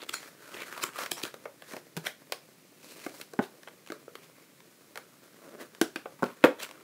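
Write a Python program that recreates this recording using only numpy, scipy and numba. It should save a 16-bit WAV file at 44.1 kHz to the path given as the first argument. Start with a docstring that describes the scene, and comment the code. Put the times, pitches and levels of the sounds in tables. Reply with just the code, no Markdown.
"""Opening a stiff plastic package

Hands work a pocket calculator out of a stiff clear plastic shell with a card insert, close by.
Panels of the shell buckle with snaps and hollow pops, made of fading tones and noise bursts.
Cut edges chatter, slip and sing; plastic and card slide and crackle, made of many tiny releases.
A small furnished room answers with fading reflections, over a faint steady hiss of shaped noise.
"""
import sys
import numpy as np
from scipy import signal
from scipy.fft import rfft, irfft, next_fast_len
from scipy.io import wavfile
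from scipy.ndimage import map_coordinates
from numba import njit

SR = 44100
rng = np.random.default_rng(int(sys.argv[2]) if len(sys.argv) > 2 else 0)


def int16_out(signal):
    """Quantize to a 16-bit WAV file."""
    q = np.round(np.clip(np.atleast_2d(signal).T, -1, 1) * 32767)
    wavfile.write(sys.argv[1], SR, q.astype(np.int16))


N = 301203  # length in samples
TOP_HZ = 15700  # nothing is kept above this pitch
AGE = np.arange(SR // 8) / SR  # seconds since the start of a short sound
BLOW_S = 0.005  # the level of a short sound is its energy spread over this many seconds

# Panels buckling. Each row: start in seconds, ring level in dB, ring corner in Hz,
# crack level in dB, thump level in dB, name of the panel.
BUCKLINGS = [(1.0608, -34, 3560, -40.5, -57, "rim"), (1.341, -43, 2230, -48, -43, "rim"),
             (1.455, -33, 1730, -57, -47, "flap"), (1.7354, -37, 1670, -49, -39, "back"),
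             (1.7659, -38, 2400, -47, -43, "flap"), (1.967, -37, 2780, -38, -31, "sheet"),
             (1.9733, -39, 2710, -40.5, -37, "flap"), (2.3221, -30, 3960, -30.5, -34, "rim"),
             (3.064, -36, 1770, -48, -31, "pocket"), (3.2131, -40.5, 3780, -40.5, -50, "pocket"),
             (3.335, -42, 1580, -49, -39.5, "rim"), (3.3904, -25, 1410, -51, -17, "back"),
             (3.674, -41, 2520, -69, -52, "rim"), (3.9015, -46, 2940, -51, -35, "pocket"),
             (3.9205, -38, 2000, -43.5, -35, "rim"), (4.0801, -67, 690, -74, -40, "rim"),
             (4.1537, -42, 4130, -49, -44, "rim"), (4.957, -40, 2470, -46, -60, "rim"),
             (4.9745, -36, 2370, -43, -62, "rim"), (5.8138, -25, 4580, -25, -15.5, "pocket"),
             (5.959, -31, 3580, -41.5, -32.5, "pocket"), (6.0569, -35, 1700, -68, -37.5, "rim"),
             (6.2235, -30, 860, -51, -28, "back"), (6.2301, -21, 1200, -45.5, -20.5, "back"),
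             (6.4399, -14, 2570, -33.5, -8, "dome"), (6.4472, -19.5, 1550, -33.5, -14, "rim"),
             (6.455, -17.5, 1520, -42, -35, "rim")]
FOLD_CYCLES = 0.37  # a fold takes this many cycles of its corner pitch to give way

# The panels that can flip. Each name leads to: time to fade by 60 dB in seconds,
# typical share by which the grip shifts the pitch, modes (each: pitch in Hz, level in dB).
PANELS = {"sheet": (0.085, 0.01, [(160, 0), (400, -13)]), "back": (0.03, 0.01, [(245, 0), (370, -7),
          (835, -12), (1500, -13)]), "dome": (0.038, 0.004, [(295, 0), (568, -4.5), (1140, -11), (1400, -7),
          (1870, -14), (2120, -15), (2510, -16)]), "pocket": (0.021, 0.015, [(322, 0), (660, -15),
          (1560, -14), (2130, -17)]), "flap": (0.022, 0.07, [(180, -11), (350, 0)]),
          "rim": (0.015, 0.1, [(450, 0), (1300, -13)])}

# Edges scraping ever harder, then letting go. 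Each row: release in seconds,
# build-up time constant in seconds, ring level in dB, crack level in dB, thump level in dB.
EDGE_SLIPS = [(0.095, 0.0027, -32, -39.5, -42.5), (0.1422, 0.0047, -28, -49, -52),
              (0.545, 0.0053, -41.5, -60, -45), (0.831, 0.013, -35, -39, -43),
              (0.8397, 0.0052, -25, -28.5, -34.5), (1.118, 0.0023, -27, -27, -35.5),
              (1.237, 0.0033, -33, -31.5, -33), (2.07, 0.0048, -25.5, -36, -47),
              (6.6041, 0.0074, -37.5, -50, -68), (6.634, 0.0045, -38, -38, -44.5)]

# Freed edges singing. Each row: start in seconds, starting level in dB, pitch in Hz.
EDGE_ZINGS = [(0.145, -41, 4220), (0.146, -44, 6900), (1.125, -47, 5240), (1.172, -46, 5530)]

# Small creases ticking. Each row: start in seconds, ring level in dB.
CREASE_TICKS = [(0.229, -45), (0.5173, -51), (0.6045, -42), (0.6195, -41), (0.7777, -39.5), (0.9872, -33),
                (1.036, -36), (1.171, -46), (1.217, -44), (1.2515, -36), (1.622, -44), (2.0587, -50),
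                (3.6325, -48), (3.6848, -47), (3.863, -52.5), (3.8737, -47.5), (3.887, -53), (4.604, -53.5),
                (5.749, -47.5), (6.2403, -38), (6.6909, -46), (6.7112, -44)]
TICK_CRACK_DB = -12  # sharp edge of a tick, relative to its ring

# A fingertip juddering over the shell. Each row: start in seconds, length in seconds, level in dB.
FINGER_DRAGS = [(5.419, 0.079, -53.5), (5.523, 0.033, -48), (5.589, 0.033, -46.5)]
DRAG_SLIPS_PER_S = 230  # roughly, as the gaps are uneven

# Strokes of plastic sliding on card and fingers. Each row: middle in seconds, length in seconds,
# scrape level in dB, hiss level in dB, pitch of the rubbed span in Hz.
SLIDING_STROKES = [(0.023, 0.06, -45, -55, 3440), (0.177, 0.34, -52.5, -53, 1890),
                   (0.284, 0.038, -51, -53.5, 1400), (0.6, 0.48, -51, -53, 1440),
                   (0.603, 0.093, -39.5, -50, 2180), (0.813, 0.2, -42, -50, 1250),
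                   (1.014, 0.15, -37.5, -42.5, 1290), (1.187, 0.054, -41, -44.5, 980),
                   (1.256, 0.098, -47, -48, 1770), (1.714, 0.19, -52.5, -52, 1700),
                   (2.068, 0.061, -41, -42, 1760), (2.9, 0.21, -56.5, -53, 2470),
                   (3.038, 0.23, -52.5, -51.5, 2340), (3.188, 0.14, -51.5, -52.5, 5800),
                   (3.439, 0.079, -47.5, -52.5, 3420), (4.238, 0.049, -53.5, -55.5, 2090),
                   (4.26, 0.45, -71, -78, 2160), (5.456, 1, -67, -68.5, 1330),
                   (5.612, 0.079, -49.5, -53, 1610), (6.258, 0.14, -47.5, -59, 1030),
                   (6.461, 0.052, -36.5, -57, 2020), (6.633, 0.047, -38.5, -43, 2370),
                   (6.7, 1, -61, -69, 1440)]
STROKE_FADE_DB = 15  # how far a stroke has dropped at either end of its length
STROKE_SHAPE = 1.93  # 1 = pointed swell, 2 = round bell
REST_SCRAPE_DB, REST_HISS_DB = -72.5, -69  # the hands never hold quite still

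# Tiny random creases: how many, their level relative to the scrape of the moment, and its spread.
CREASES_PER_S, CREASE_DB, CREASE_SPREAD_DB = 170, -11.5, 3.5
CREASE_OCTAVES = 0.65  # spread of their pitch
CREASE_CYCLES = 2.5  # time constant of their fading, in cycles

# Bending modes of the shell. Each row: pitch in Hz, relative level in dB.
SHELL_MODES = [(568, 10), (720, -2.5), (841, -6), (1078, -16.5), (1140, 5), (1402, 5.5), (1590, 8.5),
               (1854, 2.5), (2134, 5), (2508, 5.5), (3256, 6.5), (4202, -5)]
# Tone colour of the dense bending waves. Each row: frequency in Hz, relative level in dB per Hz.
FLEX_COLOUR = [(200, -29), (450, 18.5), (1500, -0.5), (2600, 2), (4500, -3), (16000, -18.5)]
# Tone colour of sharp cracks and fine hiss. Each row: frequency in Hz, relative level in dB per Hz.
CRACK_COLOUR = [(1500, -31), (4000, 3), (6000, -0.5), (15500, -7)]
# Tone colour of rubbed plastic. 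Each row: frequency in Hz, relative level in dB per Hz.
SCRAPE_COLOUR = [(200, -31), (500, -7), (1000, 6), (2500, 3), (4500, -5.5), (9000, -30)]
# Tone colour of the air and walls of the shell. Each row: frequency in Hz, relative level in dB per Hz.
HOLLOW_COLOUR = [(100, -17), (300, 2), (600, 1), (800, -10.5), (1200, -8), (4500, -31.5)]
# Tone colour of the steady background. Each row: frequency in Hz, relative level in dB per Hz.
QUIET_COLOUR = [(30, -43), (140, -3), (360, -6), (560, -19.5), (2360, -16), (2760, -19.5), (15500, -23)]
QUIET_DB = -60  # level of the background before the microphone's bass cut

# How long the room rings. Each row: frequency in Hz, time to fade by 60 dB in seconds.
ROOM_FADE = [(120, 0.14), (300, 0.21), (5000, 0.25), (15000, 0.15)]
# How strongly the room answers. Each row: frequency in Hz, level of the answer in dB.
ROOM_LEVEL = [(100, -8.5), (280, -9), (520, -7.5), (2400, -11.5), (15000, -6)]


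def amp(db):
    """Turns decibels into a gain."""
    return 10 ** (np.asarray(db) / 20)


def unit(x):
    """Scales a sound to an average (rms) strength of 1."""
    return x / np.sqrt(np.mean(x ** 2) + 1e-20)


def blow(x, db):
    """Gives a short sound the energy of BLOW_S seconds at this level."""
    return amp(db) * unit(x) * np.sqrt(BLOW_S * SR / len(x))


def along(points, hz):
    """Reads a curve of (Hz, value) points on a logarithmic pitch axis."""
    f, v = np.transpose(points)
    return np.interp(np.log(hz + 1), np.log(f + 1), v)


def colour(x, spectrum):
    """Filters a sound to a (Hz, dB) spectrum, with no sound ahead of its cause."""
    m = 2 * next_fast_len(len(x))
    log_gain = np.log(amp(along(spectrum, np.fft.rfftfreq(m, 1 / SR))))
    # folding the cepstrum forward in time makes the filter minimum phase
    cepstrum = irfft(log_gain)
    cepstrum[1:m // 2] *= 2
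    cepstrum[m // 2 + 1:] = 0
    response = np.exp(rfft(cepstrum))
    return irfft(rfft(x, m) * response)[:len(x)]


def lowpass(x, hz, order):
    """Removes what lies above a pitch."""
    return signal.sosfilt(signal.butter(order, min(hz, TOP_HZ), fs=SR, output="sos"), x)


def highpass(x, hz):
    """Removes what lies below a pitch."""
    return signal.sosfilt(signal.butter(2, hz, "highpass", fs=SR, output="sos"), x)


def wobble(rate):
    """Draws a smooth random curve through this many random points a second."""
    knots = rng.standard_normal(int(N * rate / SR) + 4)
    return map_coordinates(knots, [np.arange(N) * rate / SR])


def add(track, s, x):
    """Mixes a sound into the track from time s in seconds."""
    part = track[max(round(s * SR), 0):][:len(x)]
    part += x[:len(part)]


def burst(t60):
    """Makes noise that starts at once and fades by 60 dB in t60 seconds."""
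    return rng.standard_normal(len(AGE)) * amp(-60 * AGE / t60)


@njit
def resonate(x, hz, damping):
    """Drives one springy resonance whose pitch can move."""
    out = np.zeros(len(x))
    position = speed = 0.
    for i in range(len(x)):
        step = 2 * np.sin(np.pi * hz[i] / SR)
        position += step * speed
        speed += step * (x[i] - position - damping * speed)
        out[i] = speed
    return out


def snaps():
    """A buckling panel cracks, rings and thumps; a wide, soft fold rings duller."""
    out = np.zeros(N)
    for s, ring_db, corner_hz, crack_db, thump_db, panel in BUCKLINGS:
        shell = shell_ring(detune=0.025, scatter_db=1, flex_t60=0.042, flex_db=2)
        # the width of the fold picks the band of waves that it launches
        ring = highpass(lowpass(shell, corner_hz, order=3), corner_hz * 0.34)
        ring *= 1 - np.exp(-AGE * corner_hz / FOLD_CYCLES)
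        crack = colour(burst(t60=0.016), CRACK_COLOUR)
        add(out, s, blow(ring, ring_db) + blow(crack, crack_db) + blow(thump(panel), thump_db))
    return out


def shell_ring(detune, scatter_db, flex_t60, flex_db):
    """Modes shift with the grip and sound at new strengths, over a blur of dense bending waves."""
    hz, db = np.transpose(SHELL_MODES)[:, :, None]
    t60 = 0.029 * (hz / 1000) ** -.5  # seconds; short waves die sooner
    shift, strength, side = rng.standard_normal((3, len(SHELL_MODES), 1))
    fading = np.sign(side) * amp(db + scatter_db * strength - 60 * AGE / t60)
    modes = fading * np.sin(2 * np.pi * hz * (1 + detune * shift) * AGE)
    blur = unit(colour(burst(flex_t60), FLEX_COLOUR))
    return unit(modes.sum(axis=0)) + amp(flex_db) * blur


def thump(panel, rise_cycles=0.29):
    """A panel flips and swings in its own modes, quick ones first, damped by the hand."""
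    t60, grip, modes = PANELS[panel]
    hz, db = np.transpose(modes)[:, :, None]
    onset = 1 - np.exp(-AGE * hz / rise_cycles)
    shifted_hz = hz * (1 + grip * rng.standard_normal())
    swing = -(amp(db) * onset * np.sin(2 * np.pi * shifted_hz * AGE)).sum(axis=0)
    # slow motion radiates little sound
    return highpass(swing * amp(-60 * AGE / t60), hz.min() * 0.74)


def slips(lead=0.02, release=0.0006):
    """An edge chatters harder and harder until it comes free and the panel swings back (lead, release in s)."""
    out = np.zeros(N)
    for s, build, ring_db, crack_db, thump_db in EDGE_SLIPS:
        # the force grows up to the release, then collapses
        force = np.exp(np.minimum((AGE - lead) / build, (lead - AGE) / release))
        chatter = force * rng.standard_normal(len(AGE))
        shell = shell_ring(detune=.03, scatter_db=5, flex_t60=.005, flex_db=6)
        shell = shell * amp(-60 * AGE / 0.057)  # the rubbing edge damps it further
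        ring = highpass(signal.fftconvolve(chatter, shell)[:len(AGE)], 1380)
        crack = colour(chatter, CRACK_COLOUR)
        add(out, s - lead, blow(ring, ring_db) + blow(crack, crack_db))
        add(out, s, blow(thump("flap"), thump_db))
    return out


def zings(t60=0.16, damping=0.02):
    """A freed edge skates on over the shell and sings in a narrow, slightly wandering band that fades."""
    out, t = np.zeros(N), np.arange(N) / SR
    for s, db, hz in EDGE_ZINGS:
        song = resonate(rng.standard_normal(N), hz * (1 + .01 * wobble(45)), damping)
        add(out, s, amp(db - 60 * t / t60) * unit(song))
    return out


def ticks():
    """A small crease gives one short dry tick."""
    out = np.zeros(N)
    for s, db in CREASE_TICKS:
        ring = highpass(shell_ring(detune=.06, scatter_db=3, flex_t60=.012, flex_db=3), 800)
        crack = colour(burst(t60=0.015), CRACK_COLOUR)
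        add(out, s, blow(ring, db) + blow(crack, db + TICK_CRACK_DB))
    return out


def drags():
    """A fingertip sticks and slips at an uneven rate; each slip knocks the hollow shell: a low creak."""
    out = np.zeros(N)
    for s, length, db in FINGER_DRAGS:
        gaps, sizes = rng.standard_normal((2, 64))
        moments = np.cumsum(np.exp(.3 * gaps)) / DRAG_SLIPS_PER_S
        moments -= moments[0]
        keep = moments < length
        samples = (moments[keep] * SR).astype(int)
        knocks = np.bincount(samples, amp(3 * sizes[keep]), minlength=SR // 4)
        creak = colour(knocks, HOLLOW_COLOUR)
        # the level is that of the creak's energy spread over the drag
        add(out, s, amp(db) * unit(creak) * np.sqrt(length * SR / len(creak)))
    return out


def rubbing():
    """Plastic slides on card and fingers; the same releases ring the free span and fizz in the treble."""
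    scrape_db, hiss_db, span_hz = hand_motion()
    grains = friction(rate=420, spread_db=5, smooth_db=-3)
    sheet = unit(colour(grains, SCRAPE_COLOUR))
    # the contact point wanders, and the ringing span with it
    ringing = unit(resonate(sheet, span_hz * 2 ** (0.1 * wobble(25)), 0.23))
    scrape = amp(scrape_db) * unit(sheet + ringing)
    fizz = colour(grains + rng.standard_normal(N), CRACK_COLOUR)
    hiss = amp(hiss_db) * unit(fizz)
    # the hands rumble even when little slides
    hollow = colour(friction(rate=300, spread_db=10, smooth_db=-1.5), HOLLOW_COLOUR)
    rumble = amp(0.49 * scrape_db - 29.5) * unit(hollow)
    # the grip trembles, so the sound comes in quick clumps; the fine hiss stays steadier
    pressure = unit(amp(2.4 * wobble(45) + 2 * wobble(140)))
    return pressure * (scrape + rumble) + pressure ** 0.91 * hiss


def hand_motion():
    """Strokes swell and fade as bells, the strongest counting most for the pitch: scrape dB, hiss dB, span Hz."""
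    middle, length, scrape_db, hiss_db, hz = np.transpose(SLIDING_STROKES)[:, :, None]
    t = np.arange(N) / SR
    coarse = t[::64]  # slow curves need few points
    swell_db = -STROKE_FADE_DB * np.abs(2 * (coarse - middle) / length) ** STROKE_SHAPE
    scrape_power = amp(scrape_db + swell_db) ** 2 + 1e-20
    hiss_power = amp(hiss_db + swell_db) ** 2
    controls = (10 * np.log10(scrape_power.sum(axis=0) + amp(REST_SCRAPE_DB) ** 2),
                10 * np.log10(hiss_power.sum(axis=0) + amp(REST_HISS_DB) ** 2),
                (scrape_power * hz).sum(axis=0) / scrape_power.sum(axis=0))
    return [np.interp(t, coarse, control) for control in controls]


def friction(rate, spread_db, smooth_db):
    """Tiny stick-slip releases of very uneven size, rate a second, on smooth sliding noise."""
    moments = rng.random(N) < rate / SR
    sizes = amp(spread_db * np.clip(rng.standard_normal(N), -2, 2))
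    releases = moments * rng.choice([-1, 1], N) * sizes
    return unit(unit(releases) + amp(smooth_db) * rng.standard_normal(N))


def crinkle():
    """Tiny creases ping at random, pitched around the rubbed span, louder as the hands work harder."""
    out = np.zeros(N)
    scrape_db, _, span_hz = hand_motion()
    count = int(CREASES_PER_S * N / SR)
    starts = rng.integers(N, size=count)
    variations = np.clip(rng.standard_normal((count, 2)), -2, 2)
    for i, (strength, width) in zip(starts, variations):
        hz = min(span_hz[i] * 2 ** (CREASE_OCTAVES * (width + .5)), TOP_HZ)
        cycles = AGE * hz
        ping = np.sin(2 * np.pi * cycles) * np.exp(-cycles / CREASE_CYCLES)
        add(out, i / SR, blow(ping, scrape_db[i] + CREASE_DB + CREASE_SPREAD_DB * strength))
    return out


def room(x, size=8192):
    """The package keeps moving, so the pattern of reflections keeps changing."""
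    out = np.zeros(N)
    fade = signal.get_window("hann", 2 * size) ** .75
    padded = np.pad(x, (0, 2 * size))
    # overlapping pieces of sound each get a new random tail
    for start in range(0, N, size):
        piece = padded[start:start + 2 * size] * fade
        add(out, start / SR, signal.fftconvolve(piece, room_tail()))
    # scattered paths blur the pitch of the answer, so that it dies away as even noise
    return map_coordinates(out, [np.arange(N) + SR * .0002 * wobble(140)])


def room_tail(delay=0.00685, swell=0.00026):
    """The walls answer after a delay and a quick swell (both in s), each pitch fading at its own pace."""
    hz, t, z = signal.stft(rng.standard_normal(SR // 2), SR, nperseg=256)
    t60 = along(ROOM_FADE, hz)[:, None]
    fading = z * amp(-60 * t / t60) / np.sqrt(t60)  # equal energy at every pitch
    tail = signal.istft(fading, SR, nperseg=256)[1]
    tail *= 1 - np.exp(-np.maximum(np.arange(len(tail)) / SR - delay, 0) / swell)
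    return colour(tail / np.linalg.norm(tail), ROOM_LEVEL)


def background():
    """Steady noise, shaped in tone, makes a faint hiss."""
    return amp(QUIET_DB) * unit(colour(rng.standard_normal(N), QUIET_COLOUR))


def scene():
    """The package and the room's answer sound over the steady background."""
    package = snaps() + slips() + zings() + ticks() + drags() + rubbing() + crinkle()
    return (package + room(package) + background())[None]


def record(dry):
    """The microphone sheds deep bass, and nothing is kept above the band limit."""
    thin = highpass(dry, 96)
    m = next_fast_len(N + SR // 2)
    kept = np.fft.rfftfreq(m, 1 / SR) < TOP_HZ
    return irfft(rfft(thin, m) * kept, m)[..., :N]


dry = scene()
out = record(dry)
int16_out(out)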